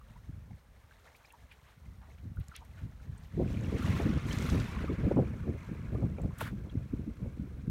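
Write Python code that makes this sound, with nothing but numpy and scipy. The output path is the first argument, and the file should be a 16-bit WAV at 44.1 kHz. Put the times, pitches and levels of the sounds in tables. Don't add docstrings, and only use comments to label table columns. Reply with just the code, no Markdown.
import sys
import numpy as np
from scipy import signal
from scipy.fft import rfft, irfft
from scipy.io import wavfile
from scipy.ndimage import uniform_filter1d

SR = 44100
rng = np.random.default_rng(int(sys.argv[2]) if len(sys.argv) > 2 else 0)


def wrap_up_sound(samples):
    columns = np.atleast_2d(samples).T
    tamed = np.clip(columns, -1, 1)
    steps = np.round(tamed * 32767).astype(np.int16)
    wavfile.write(sys.argv[1], SR, steps)


N = 339570
TIME = np.arange(N) / SR

# f/Hz, level/dB
FIZZ_EQ = [(1650, -20), (2800, -5.5), (4080, -3.5), (4890, -9.5), (6300, -8), (7230, -11.5), (9110, -12.5),
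           (10400, -17.5), (11600, -14), (14300, -16.5), (15800, -21)]
# f/Hz, level/dB
GURGLE_EQ = [(300, 3), (600, 3), (1100, 4.5), (2200, 1.5), (3200, -8.5), (5000, -32), (9000, -34)]


def gain_of(db):
    return 10 ** (np.asarray(db) / 20)


def unit_rms(x):
    return x / np.sqrt(np.mean(x ** 2) + 1e-20)


def add(mix, s, sound):
    part = mix[max(round(s * SR), 0):][:len(sound)]
    part += sound[:len(part)]


def coloured(x, eq):
    hz, db = np.transpose(eq)
    curve_db = np.interp(np.log(np.fft.rfftfreq(len(x), 1 / SR) + 1), np.log(hz + 1), db)
    return unit_rms(irfft(rfft(x) * gain_of(curve_db), len(x)))


def band(size, hz, octaves):
    away = np.log2((np.fft.rfftfreq(size, 1 / SR) + 1) / hz) / octaves
    return unit_rms(irfft(rfft(rng.standard_normal(size)) * np.exp(-away ** 2 / 2), size))


def wander(hz):
    lowpass = np.exp(-(np.fft.rfftfreq(N, 1 / SR) / hz) ** 2)
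    return unit_rms(irfft(rfft(rng.standard_normal(N)) * lowpass, N))


def steadied(x, seconds):
    size = int(seconds * SR)
    return x / np.sqrt(uniform_filter1d(uniform_filter1d(x ** 2, size), size) + 1e-9)


def swells(table):
    return np.sqrt(sum(gain_of(db) ** 2 * np.exp(-((TIME - s) / half) ** 2) for s, db, half in table))


def crest(s, rise_s, hold_s, fall_db_per_s):
    attack = np.exp(np.minimum(TIME - s, 0) / rise_s)
    return attack * gain_of(-fall_db_per_s * np.maximum(TIME - s - hold_s, 0))


def burst(noise, rise_s, fall_s):
    t = (np.arange(len(noise)) - len(noise) // 2) / SR
    away = abs(t) / np.where(t < 0, rise_s, fall_s)
    return noise * np.exp(-away - (away / 7.0) ** 2)


def bubble(hz, t60, glide):
    age = np.arange(int(t60 * SR) + 8) / SR / t60
    turns = hz * t60 * (age + glide * age ** 2 / 2)
    return np.sin(2 * np.pi * turns) * gain_of(-60 * age) * (1 - np.exp(-turns))


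def froth(per_s, low_hz, high_hz, cycles, spread_db, sizes=56):
    out = np.zeros(N)
    per_size = max(int(per_s / sizes * N / SR), 1)
    for hz in np.geomspace(low_hz, high_hz, sizes):
        ring = bubble(hz, cycles * rng.uniform(0.69, 1.92) / hz, glide=0.097)
        when, luck = rng.random((2048, 2))[:per_size].T
        onsets = (when * N).astype(int)
        polarity = (-1.) ** onsets
        gains = gain_of(spread_db * np.minimum(-np.log(1 - luck), 4.5)) * polarity * hz
        samples = onsets[:, None] + np.arange(len(ring))
        out += np.bincount(samples.ravel(), np.outer(gains, ring).ravel(), N)[:N]
    return unit_rms(out)


def sea(level_db=-70, swell_db=0.26):
    # f/Hz, level/dB
    ripple_eq = [(150, -20), (240, 2), (337, -6), (527, 0.5), (711, -3.5), (1450, -4.5), (4190, -17),
                 (4870, -19.5), (5470, -16.5), (7490, -22), (9290, -18), (10400, -24.5), (11300, -20.5),
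                 (15000, -21.5), (15800, -21.5)]
    return gain_of(level_db + swell_db * wander(15)) * coloured(rng.standard_normal(N), ripple_eq)


def airflow(smooth_db=-45.5, turbulent_db=-43, flutter_follow=.65):
    # t/s, level/dB
    steady_wind = [(0, -55), (.22, -52.5), (.52, -53), (.75, -58), (1.3, -68), (1.52, -61), (1.76, -62),
                   (1.87, -47.5), (2.05, -53), (2.6, -51), (3.3, -49), (3.39, -35.5), (4.0, -34.5),
                   (4.75, -36.5), (5.2, -36), (5.68, -43), (6.05, -39), (6.4, -40.5), (7.65, -43.5)]
    # t/s, level/dB, half length/s
    gusts = [(.36, -47, .06), (.51, -45.5, 0.032), (1.43, -54.5, 0.028), (2.27, -43, .04),
             (2.39, -37.5, 0.015), (2.85, -39.5, 0.032), (3.1, -40.5, 0.033), (3.41, -35, 0.036),
             (3.9, -30, 0.043), (4.06, -32.5, .045), (4.17, -29, 0.012), (4.55, -26.5, 0.037),
             (5.05, -30, 0.029), (5.19, -28.5, 0.032), (5.48, -33.5, .04), (5.95, -30, .018),
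             (6.05, -31, .025), (6.258, -26, .013), (7.25, -37, .03)]
    # t/s, dip/dB, half length/s
    lulls = [(0.627, -11, .035), (2.56, -6, .03), (4.21, -12, 0.021), (4.69, -7, .03), (4.965, -8, .014),
             (5.39, -3.5, 0.046), (5.61, -5, 0.037), (6.37, -10, 0.033), (6.71, -8, .018), (6.89, -6, .025),
             (7.156, -7, .035), (7.32, -6, .025)]
    steady_db = np.interp(TIME, *np.transpose(steady_wind))
    lull_db = sum(db * np.exp(-((TIME - s) / half) ** 2) for s, db, half in lulls)
    rumble_env = np.hypot(gain_of(steady_db + lull_db), swells(gusts))
    flutter_db = steady_db + np.interp(steady_db, [smooth_db, turbulent_db], [-16, -8.5])
    return rumble_env, gain_of(flutter_db) * (rumble_env / gain_of(steady_db)) ** flutter_follow


def wind(rumble_db=0.5, flutter_db=1.5, crisp_db=-19, calm_db=-52, gust_db=-33):
    # f/Hz, level/dB
    breeze_eq = [(15, -42), (30, -21), (48, 0), (68, 1), (100, -6.5), (150, -12), (220, -20.5), (400, -56),
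                 (900, -83)]
    # f/Hz, level/dB
    gust_eq = [(15, -50), (30, -30), (48, -5.5), (65, 1), (105, 1.5), (160, -3), (220, -11), (330, -21),
               (900, -74)]
    # f/Hz, level/dB
    flutter_eq = [(60, -24), (120, -8), (195, 0), (260, -5), (350, -12.5), (520, -16), (750, -28),
                  (1200, -46), (3000, -65)]
    rumble_env, flutter_env = airflow()
    strength = np.clip((20 * np.log10(rumble_env) - calm_db) / (gust_db - calm_db), 0, 1)
    air = rng.standard_normal(N)
    rumble = (1 - strength) * coloured(air, breeze_eq) + strength * coloured(air, gust_eq)
    rumble = steadied(rumble * gain_of(4.0 * wander(29)), 0.06)
    lumps = gain_of(5.5 * wander(36.5))
    flutter = steadied(coloured(rng.standard_normal(N), flutter_eq) * lumps, 0.039)
    flutter *= 0.61 + 0.61 * strength
    crisp = steadied(band(N, 520, 0.78) * lumps, .12) * (flutter_env / flutter_env.max()) ** 1.05
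    small_eddies = gain_of(flutter_db) * flutter + gain_of(crisp_db) * crisp
    return gain_of(rumble_db) * rumble_env * rumble + flutter_env * small_eddies


def eddies(trim_db=-2, wake_share=0.73, rise_s=0.005, size=8192):
    # t/s, level before trim/dB, f/Hz, wake length/s
    hits = [(.295, -31.5, 150, .012), (2.257, -40, 223, .007), (2.318, -31, 109, .009),
            (2.389, -28.5, 95, 0.02), (3.382, -26, 284, .0025), (3.400, -19, 355, 0.016),
            (3.459, -27, 260, 0.022), (3.728, -25, 293, 0.049), (4.003, -21.5, 455, 0.022),
            (4.068, -20.5, 230, .0066), (4.095, -19, 222, 0.017), (4.16, -21.5, 187, .015),
            (4.265, -24, 208, .01), (4.339, -24.5, 246, .004), (4.402, -23.5, 267, 0.0073),
            (4.452, -24, 256, .0026), (4.548, -25, 292, 0.013), (4.845, -26, 348, 0.0067),
            (4.901, -23, 252, 0.028), (5.060, -23, 333, .025), (5.069, -20, 220, .01),
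            (5.114, -17, 437, 0.0086), (5.164, -21, 200, .0065), (5.171, -21, 540, .024),
            (5.180, -15, 205, 0.0067), (5.191, -19, 374, .012), (5.225, -23, 292, 0.011),
            (5.341, -20.5, 300, 0.002), (5.478, -22, 284, 0.027), (5.719, -28.5, 196, 0.0091),
            (5.929, -34, 297, .01), (5.985, -30.5, 322, 0.026), (6.029, -32.5, 480, .008),
            (6.042, -22, 166, .011), (6.186, -33, 500, 0.017), (6.259, -23.5, 255, 0.0028),
            (6.531, -30, 168, .022), (6.756, -23.5, 188, .004), (6.776, -25, 109, .012),
            (6.939, -17, 170, 0.0039), (6.997, -26, 181, 0.017), (7.08, -23.5, 160, 0.015),
            (7.40, -27, 167, .03), (7.681, -21, 160, .05)]
    out = np.zeros(N)
    t = (np.arange(size) - size // 2) / SR
    for s, db, hz, wake_s in hits:
        ratio = np.fft.rfftfreq(size, 1 / SR) / hz
        spectrum = ratio ** 2.92 * np.exp(-3.61 * ratio)
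        spike = np.fft.fftshift(irfft(spectrum, size))
        wake = unit_rms(irfft(spectrum * rfft(rng.standard_normal(size)), size))
        wake *= np.exp(-(t / np.where(t < 0, rise_s, wake_s)) ** 2 / 2)
        thump = spike / spike.max() + wake_share * wake / abs(wake).max()
        add(out, s + t[0], gain_of(db + trim_db) * thump)
    return out


def swish(peak_s=6.413, trail_s=6.477, top_hz=1600, bottom_hz=114.5, octaves_per_s=150, size=16384):
    # f/Hz, level/dB
    rasp_eq = [(200, -12), (700, -2), (1600, 1), (2400, -4), (3400, -3), (5000, -13), (8000, -15),
               (12000, -14), (16000, -18)]
    t = (np.arange(size) - size // 2) / SR
    dive_hz = np.clip(1000 * 2 ** (-octaves_per_s * t), bottom_hz, top_hz)
    dive = np.interp(np.cumsum(dive_hz / top_hz), np.arange(size), band(size, top_hz, .7))
    dive = burst(dive, rise_s=.005, fall_s=.03)
    rasp = burst(coloured(rng.standard_normal(size), rasp_eq), rise_s=.014, fall_s=.036)
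    hiss = burst(band(size, 11500, .5), rise_s=.006, fall_s=.006)
    trail = band(size, 1550, 0.38) + gain_of(-8) * coloured(rng.standard_normal(size), rasp_eq)
    out = np.zeros(N)
    add(out, peak_s + t[0], gain_of(-44) * rasp + gain_of(-46) * hiss + gain_of(-33.5) * dive)
    add(out, trail_s + t[0], gain_of(-44) * burst(trail, rise_s=0.053, fall_s=0.014))
    return out


def paddle_and_hull(gurgle_db=-4, spray_db=-11, glide_db=-70, aground_s=3.9, stop_s=.2):
    # t/s, level/dB, half length/s
    strokes = [(.12, -71, 0.12), (1.17, -64, 0.25), (1.66, -69, 0.25), (2.12, -68, 0.068),
               (2.54, -65.5, 0.15), (2.78, -66, 0.089), (3.24, -63.5, .16)]
    afloat = np.exp(-np.maximum(TIME - aground_s, 0) / stop_s)
    lapping = gain_of(2 * wander(14))
    stir = np.hypot(swells(strokes), gain_of(glide_db) * afloat) * lapping
    gurgle = froth(1000, 401.4, 5100, cycles=32, spread_db=2.6) + 0.65 * rng.standard_normal(N)
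    gurgle = steadied(coloured(gurgle, GURGLE_EQ), 0.16)
    spray = froth(2000, 2700, 16200, cycles=11, spread_db=2.8) + 1.04 * rng.standard_normal(N)
    spray = steadied(coloured(spray, FIZZ_EQ), .12)
    return stir * (gain_of(gurgle_db) * gurgle + gain_of(spray_db) * spray)


def plops(trim_db=-1):
    # t/s, peak before trim/dB, f/Hz
    pockets = [(.011, -51, 1180), (.155, -51.5, 947), (.504, -54.5, 807), (.909, -49.5, 1520),
               (1.071, -51.5, 1730), (1.147, -50.5, 2300), (1.247, -51, 2320), (1.254, -55.5, 4900),
               (1.303, -52, 2640), (1.335, -49, 933), (1.513, -46, 2414), (2.37, -46.5, 1400),
               (2.515, -45, 1330), (2.539, -50, 1287), (2.617, -48.5, 904), (2.775, -52, 1440),
               (2.999, -55, 1400), (3.179, -54, 8360), (3.476, -48.5, 2420), (3.608, -48.5, 6630),
               (3.541, -47, 2880), (3.569, -46, 2340), (3.644, -45.5, 2680), (3.821, -37, 1310),
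               (4.296, -42, 1340), (4.31, -36, 3020), (4.487, -36, 1182), (4.761, -37.5, 1050),
               (4.878, -38.5, 1150), (5.953, -45.5, 1170), (6.182, -47, 2350), (6.216, -52.5, 7440),
               (6.306, -47, 1004), (6.696, -50, 3230)]
    out = np.zeros(N)
    for s, db, hz in pockets:
        ring = bubble(hz, t60=.05 * (1200 / hz) ** 0.45, glide=0.16)
        age = np.arange(len(ring)) / len(ring)
        blur = .45 * band(len(ring), hz, .25) * np.exp(-age / .25) * (1 - age)
        plop = (ring + blur) * np.minimum(age / 0.056, 1)
        add(out, s, gain_of(db + trim_db) * plop / abs(plop).max())
    return out


def splashes(size=16384):
    # t/s, peak/dB, f/Hz, fall/s
    throws = [(1.07, -55, 670, .03), (1.16, -57, 3180, .012), (1.165, -59, 11000, .012),
              (1.325, -50, 10000, .001), (1.519, -50.5, 2240, 0.019), (1.523, -59, 9000, .01),
              (1.68, -56, 2050, .06), (2.03, -53, 1060, 0.031), (2.09, -55.5, 590, .03),
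              (2.186, -58.5, 2270, .014), (2.363, -55, 12500, .0017), (2.40, -57, 12000, .004),
              (2.41, -54.5, 2500, 0.012), (2.484, -43.5, 6400, 0.0015), (2.558, -42.5, 2600, 0.018),
              (2.5638, -38, 6950, .0016), (2.650, -54, 10000, .0014), (2.79, -56, 1770, .045),
              (3.829, -46, 10000, .003), (4.329, -38, 4470, .004), (4.387, -33, 4970, .0015),
              (4.501, -34, 4500, .0024), (4.601, -36.5, 4000, .0035), (6.218, -53, 9000, .0013),
              (6.386, -43, 9500, .004)]
    out = np.zeros(N)
    for s, db, hz, fall_s in throws:
        splash = burst(band(size, hz, octaves=0.59), .5 * fall_s, fall_s)
        add(out, s - size / 2 / SR, gain_of(db) * splash / abs(splash).max())
    return out


def run_up():
    # crest t/s, wash level/dB, foam level/dB, rise/s, hold/s
    surges = [(3.5, -56, -65.5, 0.11, 0.15), (3.859, -44.5, -56.5, 0.14, 0.12),
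              (4.286, -45.5, -53, 0.032, 0.21), (4.745, -51.5, -74, 0.047, 0.086),
              (5.628, -56.5, -71.5, 0.051, 0.024), (6.01, -66, -82, .03, .05)]
    seep = crest(5.1, rise_s=0.53, hold_s=0, fall_db_per_s=2.4)
    wash, foam = gain_of(-61) * seep, gain_of(-71.5) * seep
    for s, wash_db, foam_db, rise_s, hold_s in surges:
        wash = np.hypot(wash, gain_of(wash_db) * crest(s, rise_s, hold_s, fall_db_per_s=20))
        foam = np.hypot(foam, gain_of(foam_db) * crest(s, rise_s, hold_s, fall_db_per_s=46))
    return wash, foam


def crackle(level_db=-10, per_s=130, spread_db=4.0, snap_s=.0004, size=256):
    _, foam_env = run_up()
    luck, strength = rng.random((2, N))
    pops = (luck < per_s / SR) * gain_of(spread_db * np.minimum(-np.log(1 - strength), 4))
    snap = band(size, hz=4500, octaves=.8) * np.exp(-np.arange(size) / SR / snap_s)
    return gain_of(level_db) * foam_env * unit_rms(signal.oaconvolve(pops, snap)[:N])


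def wavelet(wash_db=-2.5, fizz_db=-0.5, body_db=-15, bubbles_db=-6, drain_at_s=4.6, drain_for_s=0.84):
    # f/Hz, level/dB
    wash_eq = [(470, -39), (800, -1.5), (916, -1), (998, 0.5), (1100, 0), (2130, -0.5), (4450, -13.5),
               (4850, -15), (6600, -15), (10400, -7), (15000, -23)]
    # f/Hz, level/dB
    drain_eq = [(470, -25), (800, -10.5), (938, -1.5), (1610, -1), (1930, -7.5), (2210, -3), (2760, -11),
                (3320, -20), (4790, -29), (6360, -22), (9650, -14), (10400, -28), (15000, -24.5)]
    wash_env, foam_env = run_up()
    flicker = gain_of(1.1 * wander(30))
    water = 0.68 * froth(4200, 603, 7000, cycles=34, spread_db=3.0, sizes=96)
    water += 0.72 * rng.standard_normal(N)
    draining = np.clip((TIME - drain_at_s) / drain_for_s, 0, 1)
    water = (1 - draining) * coloured(water, wash_eq) + draining * coloured(water, drain_eq)
    water = signal.lfilter(*signal.butter(2, 4800, fs=SR), water)
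    body = gain_of(body_db) * band(N, hz=644, octaves=0.17)
    single_bubbles = coloured(froth(260, 880, 4800, cycles=48, spread_db=2.8), GURGLE_EQ)
    wash = steadied(water, 0.22) + body + gain_of(bubbles_db) * (1 - .5 * draining) * single_bubbles
    foam = 0.67 * froth(4000, 2465, 15850, cycles=26, spread_db=2.9) + 0.51 * rng.standard_normal(N)
    fizz = steadied(coloured(foam, FIZZ_EQ), 0.087)
    return flicker * (gain_of(wash_db) * wash_env * wash + gain_of(fizz_db) * foam_env * fizz)


def scene():
    mix = wind() + eddies() + wavelet() + crackle() + paddle_and_hull() + plops() + splashes()
    return (mix + swish() + sea())[None]


def record(dry, cutoff_hz=15950):
    lowpass = signal.firwin(511, cutoff_hz, window=("kaiser", 9), fs=SR)
    return signal.oaconvolve(dry, lowpass[None], "same")


dry = scene()
out = record(dry)
wrap_up_sound(out)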